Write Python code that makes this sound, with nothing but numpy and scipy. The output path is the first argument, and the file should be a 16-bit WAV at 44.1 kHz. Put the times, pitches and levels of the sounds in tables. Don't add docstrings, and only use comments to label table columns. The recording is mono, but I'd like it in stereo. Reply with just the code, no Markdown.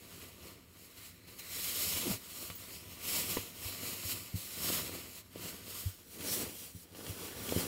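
import sys
import numpy as np
from scipy import signal
from scipy.fft import rfft, irfft, next_fast_len
from scipy.io import wavfile
from scipy.ndimage import map_coordinates

SR = 44100
rng = np.random.default_rng(int(sys.argv[2]) if len(sys.argv) > 2 else 0)


def output_pcm(signal):
    pcm = np.clip(np.atleast_2d(signal).T, -1, 1) * 32767
    wavfile.write(sys.argv[1], SR, np.round(pcm).astype(np.int16))


N = 338244
TIME = np.arange(N) / SR

# f/Hz, level/dB
PADDING_SPECTRUM = [(50, -52.5), (130, 3), (220, 4.5), (310, 0), (420, 1), (530, -3.5), (750, -8),
                    (1200, -9), (1700, -19), (4000, -48)]


def undb(db):
    return 10 ** (np.asarray(db) / 20)


def unit(x):
    return x / np.sqrt(np.mean(x ** 2))


def above(db, rest_db):
    return 20 * np.log10(np.hypot(undb(db), undb(rest_db)))


def colour(x, points):
    hz, db = np.transpose(points)
    size = 2 * next_fast_len(N // 2 + SR // 10)
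    bins = np.maximum(np.arange(size // 2 + 1) * SR / size, 1)
    gain = undb(np.interp(np.log(bins), np.log(hz), db))
    cepstrum = irfft(np.log(gain))
    cepstrum[1:size // 2] *= 2
    cepstrum[size // 2 + 1:] = 0
    return irfft(rfft(x, size) * np.exp(rfft(cepstrum)))[:N]


def bumps(x, resonances):
    hz = np.arange(20, SR / 2, 20)
    db = sum(peak * 0.5 ** ((2 * (hz - centre) / width) ** 2) for centre, width, peak in resonances)
    return colour(x, np.column_stack([hz, db]))


def walk(rate):
    knots = rng.standard_normal(N // 10)
    return unit(map_coordinates(knots, [TIME * rate], order=2, mode="wrap"))


def grains(rate, spread_db):
    hit = rng.random(N) < rate / SR
    size = undb(spread_db * np.clip(rng.standard_normal(N), -2, 2))
    return unit(hit * np.sign(rng.standard_normal(N)) * size / np.sqrt(rate))


def ring(x, hz, t60):
    pole = np.exp((2j * np.pi * hz - np.log(1000) / t60) / SR)
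    return signal.lfilter([1], [1, -pole], x + 1e-18).imag


def swells(rows, stretch=1):
    shape = 1.24
    power = 1e-18
    for s, rise, fall, db in rows:
        away = np.abs(TIME - s) / (stretch * np.where(TIME < s, rise, fall))
        power = power + (undb(db) * np.exp(-away ** shape)) ** 2
    return 10 * np.log10(power)


def outdoors():
    # f/Hz, level/dB
    air_spectrum = [(25, -20), (60, 6), (100, 1), (160, -6.5), (400, -2.5), (700, -16), (2000, -12.5),
                    (6000, -32), (15000, -21.5)]
    air = unit(colour(rng.standard_normal(N), air_spectrum))
    return air * undb(-67 + 0.27 * walk(rate=9.4))


def hands():
    # peak t/s, rise/s, fall/s, slide level/dB, squeeze level/dB
    strokes = [(.235, .3, 0.12, -53, -56.5), (.477, 0.075, 0.069, -53.5, -53),
               (.808, 0.066, 0.17, -56.5, -65), (.98, 0.02, 0.067, -54, -66), (1.06, 0.054, 0.07, -53, -65),
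               (1.28, 0.0079, 0.14, -55, -60.5), (1.395, .008, .014, -44, -69),
               (1.44, .04, 0.055, -55, -58), (1.535, 0.028, 0.1, -42, -62),
               (1.684, .13, .052, -36.5, -58.5), (1.821, 0.091, 0.16, -33.5, -54.5),
               (1.983, 0.11, 0.054, -39.5, -51), (2.128, 0.26, 0.038, -38, -48.5),
               (2.427, 0.17, .11, -43.5, -56.5), (2.6, 0.021, 0.14, -50.5, -55),
               (2.736, 0.052, 0.082, -47, -58.5), (2.921, 0.089, 0.068, -51.5, -56.5),
               (3.071, 0.03, 0.18, -38, -63), (3.172, 0.094, 0.11, -34.5, -46.5),
               (3.306, .029, 0.12, -37, -47.5), (3.68, 0.1, 0.093, -41.5, -52.5),
               (3.883, 0.097, 0.15, -40, -49.5), (4.125, .09, .019, -35.5, -55),
               (4.169, 0.054, .15, -45, -54.5), (4.363, 0.011, 0.43, -44, -61),
               (4.657, 0.08, 0.071, -37.5, -52.5), (4.746, 0.11, .085, -34.5, -45),
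               (4.95, 0.14, 0.081, -47, -49), (5.205, .42, 0.013, -50.5, -62),
               (5.455, 0.069, 0.12, -44.5, -49.5), (5.701, 0.032, 0.036, -47, -57.5),
               (5.805, .11, 0.04, -42.5, -57), (5.864, .1, 0.1, -48.5, -61), (6.15, 0.074, .05, -51, -75),
               (6.26, 0.063, 0.059, -48.5, -47), (6.329, 0.073, 0.084, -34, -52),
               (6.418, .06, 0.05, -42, -44.5), (6.631, .22, 0.07, -47.5, -61.5),
               (6.835, 0.2, 0.014, -54.5, -80), (6.957, .006, 0.12, -55.5, -57.5),
               (7.091, 0.094, 0.1, -47.5, -53), (7.258, .11, 0.054, -46.5, -51),
               (7.601, 0.19, .11, -39, -43.5)]
    s, rise, fall, slide_db, squeeze_db = np.transpose(strokes)
    rasp_db = slide_db + 0.57 * (squeeze_db - slide_db) - 2
    press_stretch = 1.29
    return (swells(zip(s, rise, fall, slide_db)),
            swells(zip(s, rise, fall, rasp_db), press_stretch),
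            swells(zip(s, rise, fall, squeeze_db), press_stretch))


def sliding(slide_db, rasp_db):
    # f/Hz, level/dB
    hiss_spectrum = [(500, -42), (1200, -18), (3000, 0), (5000, -1.5), (8000, 1), (12000, 1), (15700, 0)]
    # f/Hz, level/dB
    rasp_spectrum = [(300, -12.5), (750, 0), (1150, -1), (2200, -1), (2900, -1), (4100, -5.5), (5200, -8.5),
                     (8000, -14), (15000, -43)]
    hiss_db = above(slide_db, rest_db=-66.5)
    slip_rate = 16000 * undb(.35 * (hiss_db + 43.5))
    grip_db = 0.76 * walk(rate=45)
    hiss = unit(colour(grains(slip_rate, spread_db=0), hiss_spectrum)) * undb(hiss_db + 1.04)
    rasp = unit(colour(grains(.7 * slip_rate, spread_db=3), rasp_spectrum))
    rasp *= undb(above(rasp_db, rest_db=-68.5) + 0.93 * walk(rate=77))
    return (hiss + rasp) * undb(grip_db)


def crumpling(squeeze_db):
    level_db = above(squeeze_db, rest_db=-68.5)
    pops = grains(rate=380 * undb(0.43 * (level_db + 53.5)), spread_db=1)
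    return unit(colour(pops, PADDING_SPECTRUM)) * undb(level_db - 3.27)


def cabin_boom(squeeze_db):
    # f/Hz, t60/s, level/dB
    cabin_modes = [(96.3, 0.097, -1), (74.5, 0.054, -12), (172.4, 0.11, -9.5), (261, 0.068, -9),
                   (356, 0.085, -5)]
    # t/s, strength/dB, contact time/ms
    shoves = [(2.069, -42.5, 3.9), (2.502, -45, 6.5), (2.599, -49, 8), (2.864, -51, 6), (3.384, -31, 13),
              (3.655, -25, 15.6), (4.052, -30, 12.4), (4.14, -47.5, 4.7), (4.343, -28.5, 7),
              (5.861, -19.5, 12.2), (6.75, -42, 6.2), (7.095, -33.5, 8.2), (7.563, -29.5, 5.2),
              (7.577, -53, 8.4)]

    def cabin(x):
        return sum(undb(db) * ring(x, hz, t60) for hz, t60, db in cabin_modes)

    push = np.zeros(N)
    for s, db, contact_ms in shoves:
        press = np.exp(-np.pi * (2 * (TIME - s) * 1000 / contact_ms) ** 2)
        push += undb(db) * press / press.sum()
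    thuds = colour(cabin(push), [(20, -47), (50, -10), (90, 5.5), (400, 27.5)])
    jolts = grains(rate=110, spread_db=1.5)
    jostle = colour(jolts, [(25, -21), (80, -1), (120, 3), (250, 5), (800, -37)])
    boom = unit(cabin(jostle)) * undb(above(squeeze_db - 3.5, rest_db=-64.5))
    return thuds + boom


def creases():
    # t/s, level/dB, decay/s
    releases = [(0.215, -52.5, 0.034), (1.392, -51, 0.0082), (2.501, -44, 0.011), (3.372, -37, 0.0092),
                (4.115, -46.5, .012), (5.355, -56, 0.027), (6.207, -43, 0.0073), (6.948, -47.5, .007),
                (7.065, -40, 0.006), (7.491, -33, 0.0034)]
    # f/Hz, level/dB
    crackle_spectrum = [(300, 0.5), (1000, 6), (3000, 11), (6000, -3), (15000, -7)]
    envelope = sum(undb(db) * (TIME >= s) * np.exp(-np.abs(TIME - s) / decay)
                   for s, db, decay in releases)
    ticks = grains(rate=7000, spread_db=3)
    return envelope * unit(colour(ticks, crackle_spectrum))


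def rubbing():
    # peak t/s, rise/s, fall/s, level/dB
    tugs = [(1.0, .06, 0.2, -60), (1.29, 0.065, .07, -61), (1.40, 0.011, .09, -53),
            (1.53, .04, 0.14, -49.5), (1.69, 0.14, 0.22, -48.5)]
    # f/Hz, width/Hz, gain/dB
    rub_bands = [(2080, 1300, 16.5), (4020, 620, 16.5)]
    slips = grains(rate=7800, spread_db=2.5)
    return unit(bumps(slips, rub_bands)) * undb(swells(tugs))


def snaps():
    # t/s, level/dB, f/Hz
    flips = [(1.571, -43, 470), (1.811, -38.5, 420), (2.058, -39, 400), (2.07, -37, 330), (2.430, -39, 400),
             (2.502, -33.5, 1100), (3.3712, -31, 423), (3.835, -35, 420), (4.348, -49, 283),
             (4.703, -25.5, 420), (4.895, -33.5, 450), (4.952, -34.5, 450), (5.3594, -32.5, 350),
             (5.681, -44, 355), (6.248, -40, 384), (6.950, -45, 550), (6.992, -41.5, 344),
             (7.524, -23.5, 424), (7.564, -31.5, 360)]
    swings, settling = np.zeros(N), np.zeros(N)
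    for s, db, hz in flips:
        angle = 2 * np.pi * hz * (TIME - s)
        swings -= undb(db) * angle * np.exp((1 - angle ** 2) / 2)
        settling += undb(db - 30) * (TIME >= s) * np.exp(-np.abs(TIME - s) / 0.0057)
    padded = colour(swings, [(400, -3), (1500, 0)])
    flutter = unit(colour(rng.standard_normal(N), PADDING_SPECTRUM))
    return padded + settling * flutter


def singing_weave():
    # peak t/s, half length/s, f/Hz, level/dB
    quick_strokes = [(1.89, 0.081, 5300, -47.5), (2.76, 0.045, 4960, -59), (3.69, 0.049, 4140, -53),
                     (6.31, 0.046, 5670, -43.5)]
    ribs = rng.standard_normal(N)
    whistles = np.zeros(N)
    for s, half_length, hz, db in quick_strokes:
        band = ring(ring(ribs, hz, t60=.0025), hz, t60=.0025)
        whistles += unit(band) * undb(db) * np.exp(-((TIME - s) / half_length) ** 2)
    return whistles


def judder():
    # t/s, f/Hz, level/dB
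    course = [(2.055, 355, -51), (2.073, 294, -35), (2.09, 201, -48), (2.114, 165, -32), (2.128, 121, -46),
              (2.14, 101, -40), (2.168, 90, -60)]
    s, hz, db = np.transpose(course)
    slip_hz = np.interp(TIME, s, hz) * np.exp(.14 * walk(rate=250))
    grip = undb(2.5 * walk(rate=250))
    shudder = grip * np.sin(2 * np.pi * np.cumsum(slip_hz) / SR)
    scuff = unit(colour(rng.standard_normal(N), [(150, -12), (550, -4.5), (900, -12.5), (2000, -25)]))
    return (shudder + undb(-8) * scuff) * np.interp(TIME, s, undb(db), left=0, right=0)


def squeak():
    # f/Hz, width/Hz, level/dB
    chirp_bands = [(15150, 350, -44), (6800, 200, -59)]
    start_s, fade_s = 2.551, 0.028
    slips = grains(rate=8000, spread_db=1)
    chatter = sum(undb(db) * unit(ring(slips, hz, t60=np.log(1000) / (np.pi * width)))
                  for hz, width, db in chirp_bands)
    age = TIME - start_s
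    return chatter * (age >= 0) * np.exp(-(age / fade_s) ** 2)


def knocks():
    # t/s, level/dB
    hits = [(3.3698, -24.5), (3.3777, -38)]
    # f/Hz, t60/s, level/dB
    fixture_modes = [(450, 0.023, 0), (1005, 0.032, -8), (1940, 0.02, -9), (2620, 0.011, -11)]
    blows = np.zeros(N)
    for s, db in hits:
        blows[int(s * SR)] += undb(db)
    return sum(undb(db) * ring(blows, hz, t60) for hz, t60, db in fixture_modes)


def fold_reflection(x):
    lag_s = .0005 * np.exp(.3 * walk(rate=5))
    return x + .17 * map_coordinates(x, [(TIME - lag_s) * SR], order=2)


def nearby_surfaces(x):
    # f/Hz, width/Hz, gain/dB
    on_lap = [(398, 155, 3), (835, 138, -10), (1650, 410, -7), (2900, 160, 0.5), (3500, 510, -3),
              (4180, 560, 2.5), (5430, 150, 4), (6010, 450, -7), (7920, 300, 0), (9500, 1280, -6),
              (11420, 410, 2.5), (14300, 300, -2)]
    # f/Hz, width/Hz, gain/dB
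    lifted = [(410, 310, 9), (1280, 320, 0), (2350, 2400, -3), (3200, 400, 2), (3700, 270, -3),
              (5380, 200, -7), (5570, 860, 4), (6280, 300, -7), (9960, 480, 4), (14800, 600, 5)]
    # t/s, lift/0-1
    lift_path = [(5.8, 0.11), (6.15, 0.71)]
    lift = np.interp(TIME, *np.transpose(lift_path))
    return (1 - lift) * bumps(x, on_lap) + lift * bumps(x, lifted)


def wall_echoes(x):
    lags = (SR * rng.uniform(.002, .016, 20)).astype(int)
    gains = .1 * np.sqrt(.002 * SR / lags)
    return x + sum(gain * np.pad(x, (lag, 0))[:N] for gain, lag in zip(gains, lags))


def scene():
    slide_db, rasp_db, squeeze_db = hands()
    hiss = fold_reflection(sliding(slide_db, rasp_db))
    cloth = nearby_surfaces(hiss + rubbing() + crumpling(squeeze_db) + creases() + snaps())
    close_sounds = cloth + singing_weave() + squeak() + knocks()
    microphone = wall_echoes(close_sounds) + judder() + cabin_boom(squeeze_db) + outdoors()
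    return np.array([microphone, microphone])


def record(dry):
    top_hz = 15720
    return signal.sosfilt(signal.ellip(12, .1, 80, top_hz, fs=SR, output="sos"), dry)


dry = scene()
out = record(dry)
output_pcm(out)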